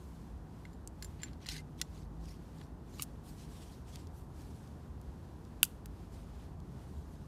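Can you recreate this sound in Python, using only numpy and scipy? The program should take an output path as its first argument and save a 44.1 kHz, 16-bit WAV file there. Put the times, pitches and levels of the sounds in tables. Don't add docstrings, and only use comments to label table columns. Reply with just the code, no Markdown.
import sys
import numpy as np
from scipy import signal
from scipy.fft import rfft, irfft, next_fast_len
from scipy.io import wavfile
from scipy.ndimage import uniform_filter1d, map_coordinates

SR = 44100
rng = np.random.default_rng(int(sys.argv[2]) if len(sys.argv) > 2 else 0)


def master(y):
    cut = np.clip(np.atleast_2d(y).T, -1, 1)
    pcm = np.round(cut * 32767)
    wavfile.write(sys.argv[1], SR, pcm.astype(np.int16))


N = 320607
TIME, RING_TIME = np.arange(N) / SR, np.arange(SR // 4) / SR

# f/Hz, level/dB, t60/s
STEEL_MODES = [(1500, 7, 0.032), (2070, 9.5, 0.016), (2800, -5.5, 0.044), (3350, 0.5, 0.024),
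               (4180, 5.5, 0.025), (4770, 10, 0.012), (5200, 0, 0.025), (7120, 5.5, 0.03), (9160, 5, 0.012),
               (10300, 6, 0.023), (13320, -13, .025)]
# f/Hz, level/dB, t60/s
BRASS_MODES = [(1453, 1, .028), (1780, -2, .025), (4750, 2, .035), (6293, -6, .028), (7235, -5, .03),
               (7540, -6, .03), (8213, -1, .025), (8848, 0, .033), (9093, -2, .03), (9950, -1, .027),
               (10580, -2, .024), (11550, 1, .027), (12190, -2, .027), (12505, 1, .028), (12760, -1, .025),
               (14080, -1, .02)]
# f/Hz, level/dB, t60/s
HOLLOW_MODES = [(1141, -25, .012), (1471, -18.5, 0.016), (2788, -2, .0065), (3020, -2, 0.0065),
                (3400, -6.5, 0.0057)]
# f/Hz, level/dB, t60/s
SEATED_MODES = [(1190, 4, 0.018), (2300, 0, .018), (2870, 0, .018), (3880, 5, 0.013), (4560, -5, .018),
                (5500, 1, .026), (6570, -3, .018), (7100, 5, .018)]
# blow level/dB, relative ring/dB
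BRASS_RING = [(-49, -14.5), (-14, -8.5)]
# t/s, share of its length
BLADE_DEPTH = [(1.2, 0.045), (1.5, 0.18), (1.8, 0.43), (2.75, 0.62), (3.02, 1)]
# t/s, level/dB, brightest f/Hz, point ring/dB
POINT_TAPS = [(0.731, -62, 6000, -2), (1.0245, -39, 5540, -7), (1.0453, -43.5, 6800, -3),
              (1.219, -59, 6000, 8), (1.233, -38.5, 3200, 3.5)]
# t/s, level/dB, brightest f/Hz, flex f/Hz
EDGE_KNOCKS = [(0.6524, -50, 2050, 2120), (1.332, -57, 4000, 1600), (1.4602, -45.5, 2800, 1820),
               (1.466, -43.5, 5330, 1900), (1.488, -33.5, 4050, 2590), (1.8144, -27, 4700, 1960),
               (1.817, -47, 4300, 1360), (2.6134, -53, 2760, 1710)]
# t/s, length/s, level/dB
PUSHES = [(1.174, 0.16, -60.5), (1.399, .075, -60.5), (1.457, 0.17, -47), (1.768, 0.072, -61),
          (1.898, 0.19, -66.5), (2.195, .2, -62.5), (2.518, 0.18, -67), (2.857, 0.23, -64.5),
          (2.978, 0.061, -54)]
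# f/Hz, level/dB
RASP_SPECTRUM = [(760, -65.5), (1300, -17), (2020, 2.5), (3110, -1), (4630, -0.5), (6690, -5), (9360, -10),
                 (10100, -13), (13000, -16), (16000, -29)]
# t/s, half length/s, f/Hz, level/dB
SQUEAKS = [(1.556, 0.028, 9100, -66), (1.561, .005, 1990, -56), (1.594, 0.0092, 2080, -57),
           (2.31, 0.0058, 5400, -63), (3.94, .008, 3380, -65)]
# t/s, level/dB, brightest f/Hz
SEATINGS = [(2.9957, -36.5, 2300), (3.0215, -35, 6800)]
# t/s, level/dB, hollow knock/dB, rebound gap/s, first rebound/dB
SNAPS = [(3.022, -29, -27, 0.0062, -8.5), (5.6304, -13.5, -5, .0098, -19)]
# t/s, level/dB, brightest f/Hz, colour width/octaves
TICKS = [(0.8747, -42, 7400, 0.33), (3.9577, -45, 4650, 0.78), (4.0707, -56.5, 5000, 0.56),
         (5.0145, -57.5, 8000, 4.2), (5.8585, -46, 6500, 2.7)]
# t/s, length/s, level/dB, tilt/dB per octave
GLOVE_RUBS = [(-.1, 0.48, -71, -3), (3.229, 0.18, -63, -2), (3.363, .16, -62.5, -5.5),
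              (3.467, 0.45, -63, -5.5), (3.846, 0.28, -63, -7), (4.12, 0.2, -69.5, 0),
              (4.276, 0.59, -69, -4.5), (6.097, .19, -66.5, -6), (6.259, 0.36, -71.5, -8.5),
              (6.65, 1, -72, -5)]
# f/Hz, level/dB
CLOTH_SPECTRUM = [(940, -30), (1600, -12), (2140, -8.5), (2880, -5), (3110, -3), (8550, 1), (11900, -1),
                  (15100, -4), (16000, -14.5)]
# f/Hz, t60/s
YARD_DECAY = [(300, .2), (3000, 0.2), (8000, 0.26), (15000, .21)]
# f/Hz, level/dB
TRAFFIC_SPECTRUM = [(13, -55.5), (22, -21.5), (25, -13), (35, -4.5), (59, -1), (96, -6), (114, -11.5),
                    (163, -7), (189, -11.5), (246, -12.5), (395, -19.5), (598, -27), (708, -25), (995, -27),
                    (2000, -44), (2600, -71.5), (4400, -120)]
# f/Hz, level/dB
VEHICLE_SPECTRUM = [(20, -92.5), (45, -18), (72, 8.5), (90, 0.5), (105, -14.5), (125, 2.5), (220, -22.5),
                    (500, -40.5), (1500, -120)]
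# t/s, level/dB
VEHICLE_LEVEL = [(0, -67), (3.8, -54), (4.6, -52.5), (5.8, -62.5), (6.7, -49.5), (7.27, -54)]
# t/s, level/dB
DRONE_LEVEL = [(0, -61), (1.2, -55), (2.3, -50.5), (3.6, -62.5), (4.3, -66), (7.27, -66)]
# f/Hz, level/dB
AIR_SPECTRUM = [(880, -39), (1500, -6.5), (1960, -10.5), (3450, -12), (3840, -12.5), (4370, -13),
                (12600, -20), (14800, -23.5), (16000, -37)]

POINT_HZ, POINT_T60 = 7250, 0.062


def scrape():
    slips = friction(per_s=2600, spread_db=1.0, hiss=1.0) * catches(per_s=100, flare_db=5.5, t60=.014)
    rasp = patchy(coloured(slips, RASP_SPECTRUM), depth_db=3.5, bins=3, frames=7)
    ringing = unit(signal.fftconvolve(slips, ring(STEEL_MODES))[:N])
    sound = rasp + amp(steel_ring_db(TIME) - 12) * ringing
    out = np.zeros(N)
    for start, length, db in PUSHES:
        tilt_db = 5.5 - 15.5 * np.exp(-depth(start + length / 2) / 0.18)
        out += amp(db) * stroke(sound, start, length, tilt_db, skew=0.87, power=1.53)
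    return out


def catches(per_s, flare_db, t60):
    gaps = rng.uniform(.25, 1.75, N // 100) / per_s
    onsets = (np.cumsum(gaps) * SR).astype(int)
    snags = np.bincount(onsets, rng.uniform(0, 1, len(gaps)), N)[:N]
    flares = signal.fftconvolve(snags, fade(RING_TIME, t60))[:N]
    return unit(1 + amp(flare_db) * flares)


def squeaks():
    phase = 2 * np.pi * np.cumsum(1 + 0.0148 * wobble(500)) / SR
    out = np.zeros(N)
    for s, half, hz, db in SQUEAKS:
        swell = np.exp(-.5 * ((TIME - s) / half) ** 2)
        out += amp(db) * np.sqrt(2) * swell * np.sin(hz * phase)
    return out


def point_taps():
    out = np.zeros(N)
    for s, db, hz, point_db in POINT_TAPS:
        add(out, s, amp(db) * blade_blow(s, hz, 1700, point_db, octaves=1.55, t60=0.04))
    return out


def edge_knocks():
    out = np.zeros(N)
    for s, db, hz, flex_hz in EDGE_KNOCKS:
        t60 = np.interp(depth(s), [0, 1], [.02, .0076])
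        add(out, s, amp(db) * blade_blow(s, hz, flex_hz, point_db=-20, octaves=0.77, t60=t60))
    return out


def blade_blow(s, hz, flex_hz, point_db, octaves, t60):
    knock = contact(STEEL_MODES, steel_ring_db(s), hz, octaves, t60, low_cut_hz=1380)
    flex_db = -4.5 - 7 * np.log2(hz / 2460)
    flex = amp(flex_db) * blow(sine(flex_hz, t60=0.026))
    point = amp(point_db) * blow(sine(POINT_HZ, POINT_T60))
    return knock + flex + point


def depth(s):
    return np.clip(lookup(BLADE_DEPTH, s), 0, 1)


def steel_ring_db(s):
    return 1.5 - 11 * depth(s)


def seating(octaves=0.86):
    out = np.zeros(N)
    attack = 1 - np.exp(-RING_TIME / 0.00081)
    for s, db, hz in SEATINGS:
        modes = [(f, level - 12 * np.log10(1 + (np.log2(f / hz) / octaves) ** 4), t60)
                 for f, level, t60 in SEATED_MODES]
        add(out, s, amp(db) * blow(ring(modes) * attack))
    return out


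def snaps(rebounds=2, loss_db=5):
    out = np.zeros(N)
    for s, db, hollow_db, gap, rebound_db in SNAPS:
        add(out, s, brass_click(db, hz=11600, octaves=1, t60=.0055, hollow_db=hollow_db))
        for k in range(rebounds):
            level = db + rebound_db - k * loss_db
            add(out, s + (k + 1) * gap, brass_click(level, hz=8200, octaves=1, t60=0.022, hollow_db=-23))
    return out


def ticks(stirs=6, turning_s=(3.9, 7.1)):
    out = np.zeros(N)
    for s, db, hz, octaves in TICKS:
        add(out, s, brass_click(db, hz, octaves))
    for s in rng.uniform(*turning_s, stirs):
        add(out, s, brass_click(db=-62, hz=4800, octaves=0.74))
    return out


def brass_click(db, hz, octaves, t60=0.0078, hollow_db=-23.5):
    click = contact(BRASS_MODES, lookup(BRASS_RING, db), hz, octaves, t60, low_cut_hz=950)
    cavity = sum(amp(level) * sine(f, decay) for f, level, decay in HOLLOW_MODES)
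    knock = blow(cavity * (1 - np.exp(-RING_TIME / 0.00077)))
    return amp(db) * (click + amp(hollow_db) * knock)


def contact(modes, ring_db, hz, octaves, t60, low_cut_hz):
    hit = crack(t60) + amp(-12) * chatter(t60=0.03) + amp(ring_db) * blow(ring(modes))
    f = np.fft.rfftfreq(SR, 1 / SR) + 1
    band = 1 / (1 + (np.log2(f / hz) / octaves) ** 2)
    gain = band / np.sqrt(1 + (low_cut_hz / f) ** 6)
    cepstrum = irfft(np.log(gain + 1e-4))
    causal = np.exp(rfft(2 * cepstrum[:SR // 2], SR))
    return blow(irfft(rfft(hit, SR) * causal)[:len(hit)])


def crack(t60):
    burst = rfft(rng.standard_normal(len(RING_TIME)) * fade(RING_TIME, t60))
    local_power = np.abs(uniform_filter1d(np.abs(burst) ** 2, size=200))
    even = irfft(burst / np.sqrt(local_power + 1e-12), len(RING_TIME))
    return blow(even * fade(np.maximum(RING_TIME - t60, 0), t60))


def chatter(t60):
    micro_hits = rng.standard_normal(len(RING_TIME)) * (rng.random(len(RING_TIME)) < .1)
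    return blow(micro_hits * fade(RING_TIME, t60))


def ring(modes):
    return sum(rng.choice([-1, 1]) * amp(db + 2 * rng.standard_normal()) * sine(hz, t60)
               for hz, db, t60 in modes)


def gloves():
    grains = friction(per_s=2300, spread_db=4.5, hiss=2.3)
    fibres = patchy(coloured(grains, CLOTH_SPECTRUM), depth_db=2.2, bins=4, frames=10)
    sound = amp(1.6 * wobble(45)) * fibres
    return sum(amp(db) * stroke(sound, start, length, tilt_db, skew=0.6, power=1.64)
               for start, length, db, tilt_db in GLOVE_RUBS)


def stroke(sound, start, length, tilt_db, skew, power):
    progress = (TIME - start) / length
    moving = (progress > 0) & (progress < 1)
    speed = np.sin(np.pi * progress[moving] ** skew)
    octave = np.log2(np.fft.rfftfreq(len(speed)) + .01)
    tilted = irfft(rfft(sound[moving]) * amp(tilt_db * octave), len(speed))
    out = np.zeros(N)
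    out[moving] = speed ** power * unit(tilted)
    return out


def friction(per_s, spread_db, hiss):
    slips = (rng.random(N) < per_s / SR) * rng.standard_normal(N)
    slips *= amp(spread_db * rng.standard_normal(N))
    return unit(unit(slips) + hiss * rng.standard_normal(N))


def patchy(x, depth_db, bins, frames):
    spectra = signal.stft(x, nperseg=256)[2]
    patches = uniform_filter1d(rng.standard_normal(spectra.shape), bins, axis=0)
    patches = unit(uniform_filter1d(patches, frames, axis=1))
    return unit(signal.istft(spectra * amp(depth_db * patches), nperseg=256)[1][:N])


def yard(x):
    hz, t, noise = signal.stft(rng.standard_normal(SR // 2), SR, nperseg=256)
    bright = amp(along([(3000, -3), (4500, -1), (13000, -4)], hz))[:, None]
    decay = fade(t, along(YARD_DECAY, hz)[:, None])
    tail = signal.istft(noise * bright * decay, SR, nperseg=256)[1]
    return signal.fftconvolve(x, tail / np.linalg.norm(tail))[:N]


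def street():
    rumble = amp(-48.5) * coloured(rng.standard_normal(N), TRAFFIC_SPECTRUM)
    vehicle = amp(lookup(VEHICLE_LEVEL, TIME)) * coloured(rng.standard_normal(N), VEHICLE_SPECTRUM)
    air = amp(-72 + 1.7 * wobble(9.3)) * coloured(rng.standard_normal(N), AIR_SPECTRUM)
    return rumble + drone(hz=53.23, third_db=-3) + vehicle + air


def drone(hz, third_db):
    phase = 2 * np.pi * np.cumsum(hz * (1 + 0.02465 * wobble(5.4))) / SR
    fundamental = amp(3 * wobble(7)) * np.sin(phase)
    third = amp(third_db + 3 * wobble(7)) * np.sin(3 * phase)
    return amp(lookup(DRONE_LEVEL, TIME)) * unit(fundamental + third)


def amp(db):
    return 10 ** (np.asarray(db) / 20)


def unit(x):
    return x / np.sqrt(np.mean(x ** 2) + 1e-20)


def blow(x):
    return x / np.linalg.norm(x) * np.sqrt(.002 * SR)


def fade(t, t60):
    return np.exp(-np.log(1000) * t / t60)


def sine(hz, t60):
    return np.sin(2 * np.pi * hz * RING_TIME) * fade(RING_TIME, t60)


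def lookup(rows, x):
    return np.interp(x, *np.transpose(rows))


def along(rows, hz):
    f, values = np.transpose(rows)
    return np.interp(np.log(hz + 1), np.log(f + 1), values)


def wobble(rate):
    return map_coordinates(rng.standard_normal(int(N * rate / SR) + 4), [TIME * rate])


def filtered(x, response):
    size = next_fast_len(N + SR // 2)
    return irfft(rfft(x, size) * response(np.fft.rfftfreq(size, 1 / SR)), size)[:N]


def coloured(x, spectrum):
    return unit(filtered(x, lambda hz: amp(along(spectrum, hz))))


def add(track, s, sound):
    part = track[round(s * SR):][:len(sound)]
    part += sound[:len(part)]


def scene():
    blade = point_taps() + edge_knocks() + scrape() + squeaks() + seating()
    metal = blade + snaps() + ticks()
    return (metal + amp(-28) * yard(metal) + gloves() + street())[None]


def record(dry):
    low_cut = signal.butter(6, 43, "highpass", fs=SR, output="sos")
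    high_cut = signal.butter(8, 14900, fs=SR, output="sos")
    sound = signal.sosfilt(high_cut, signal.sosfilt(low_cut, dry[0]))
    return filtered(sound, lambda hz: 1 / (1 + (hz / 16300) ** 120))[None]


dry = scene()
out = record(dry)
master(out)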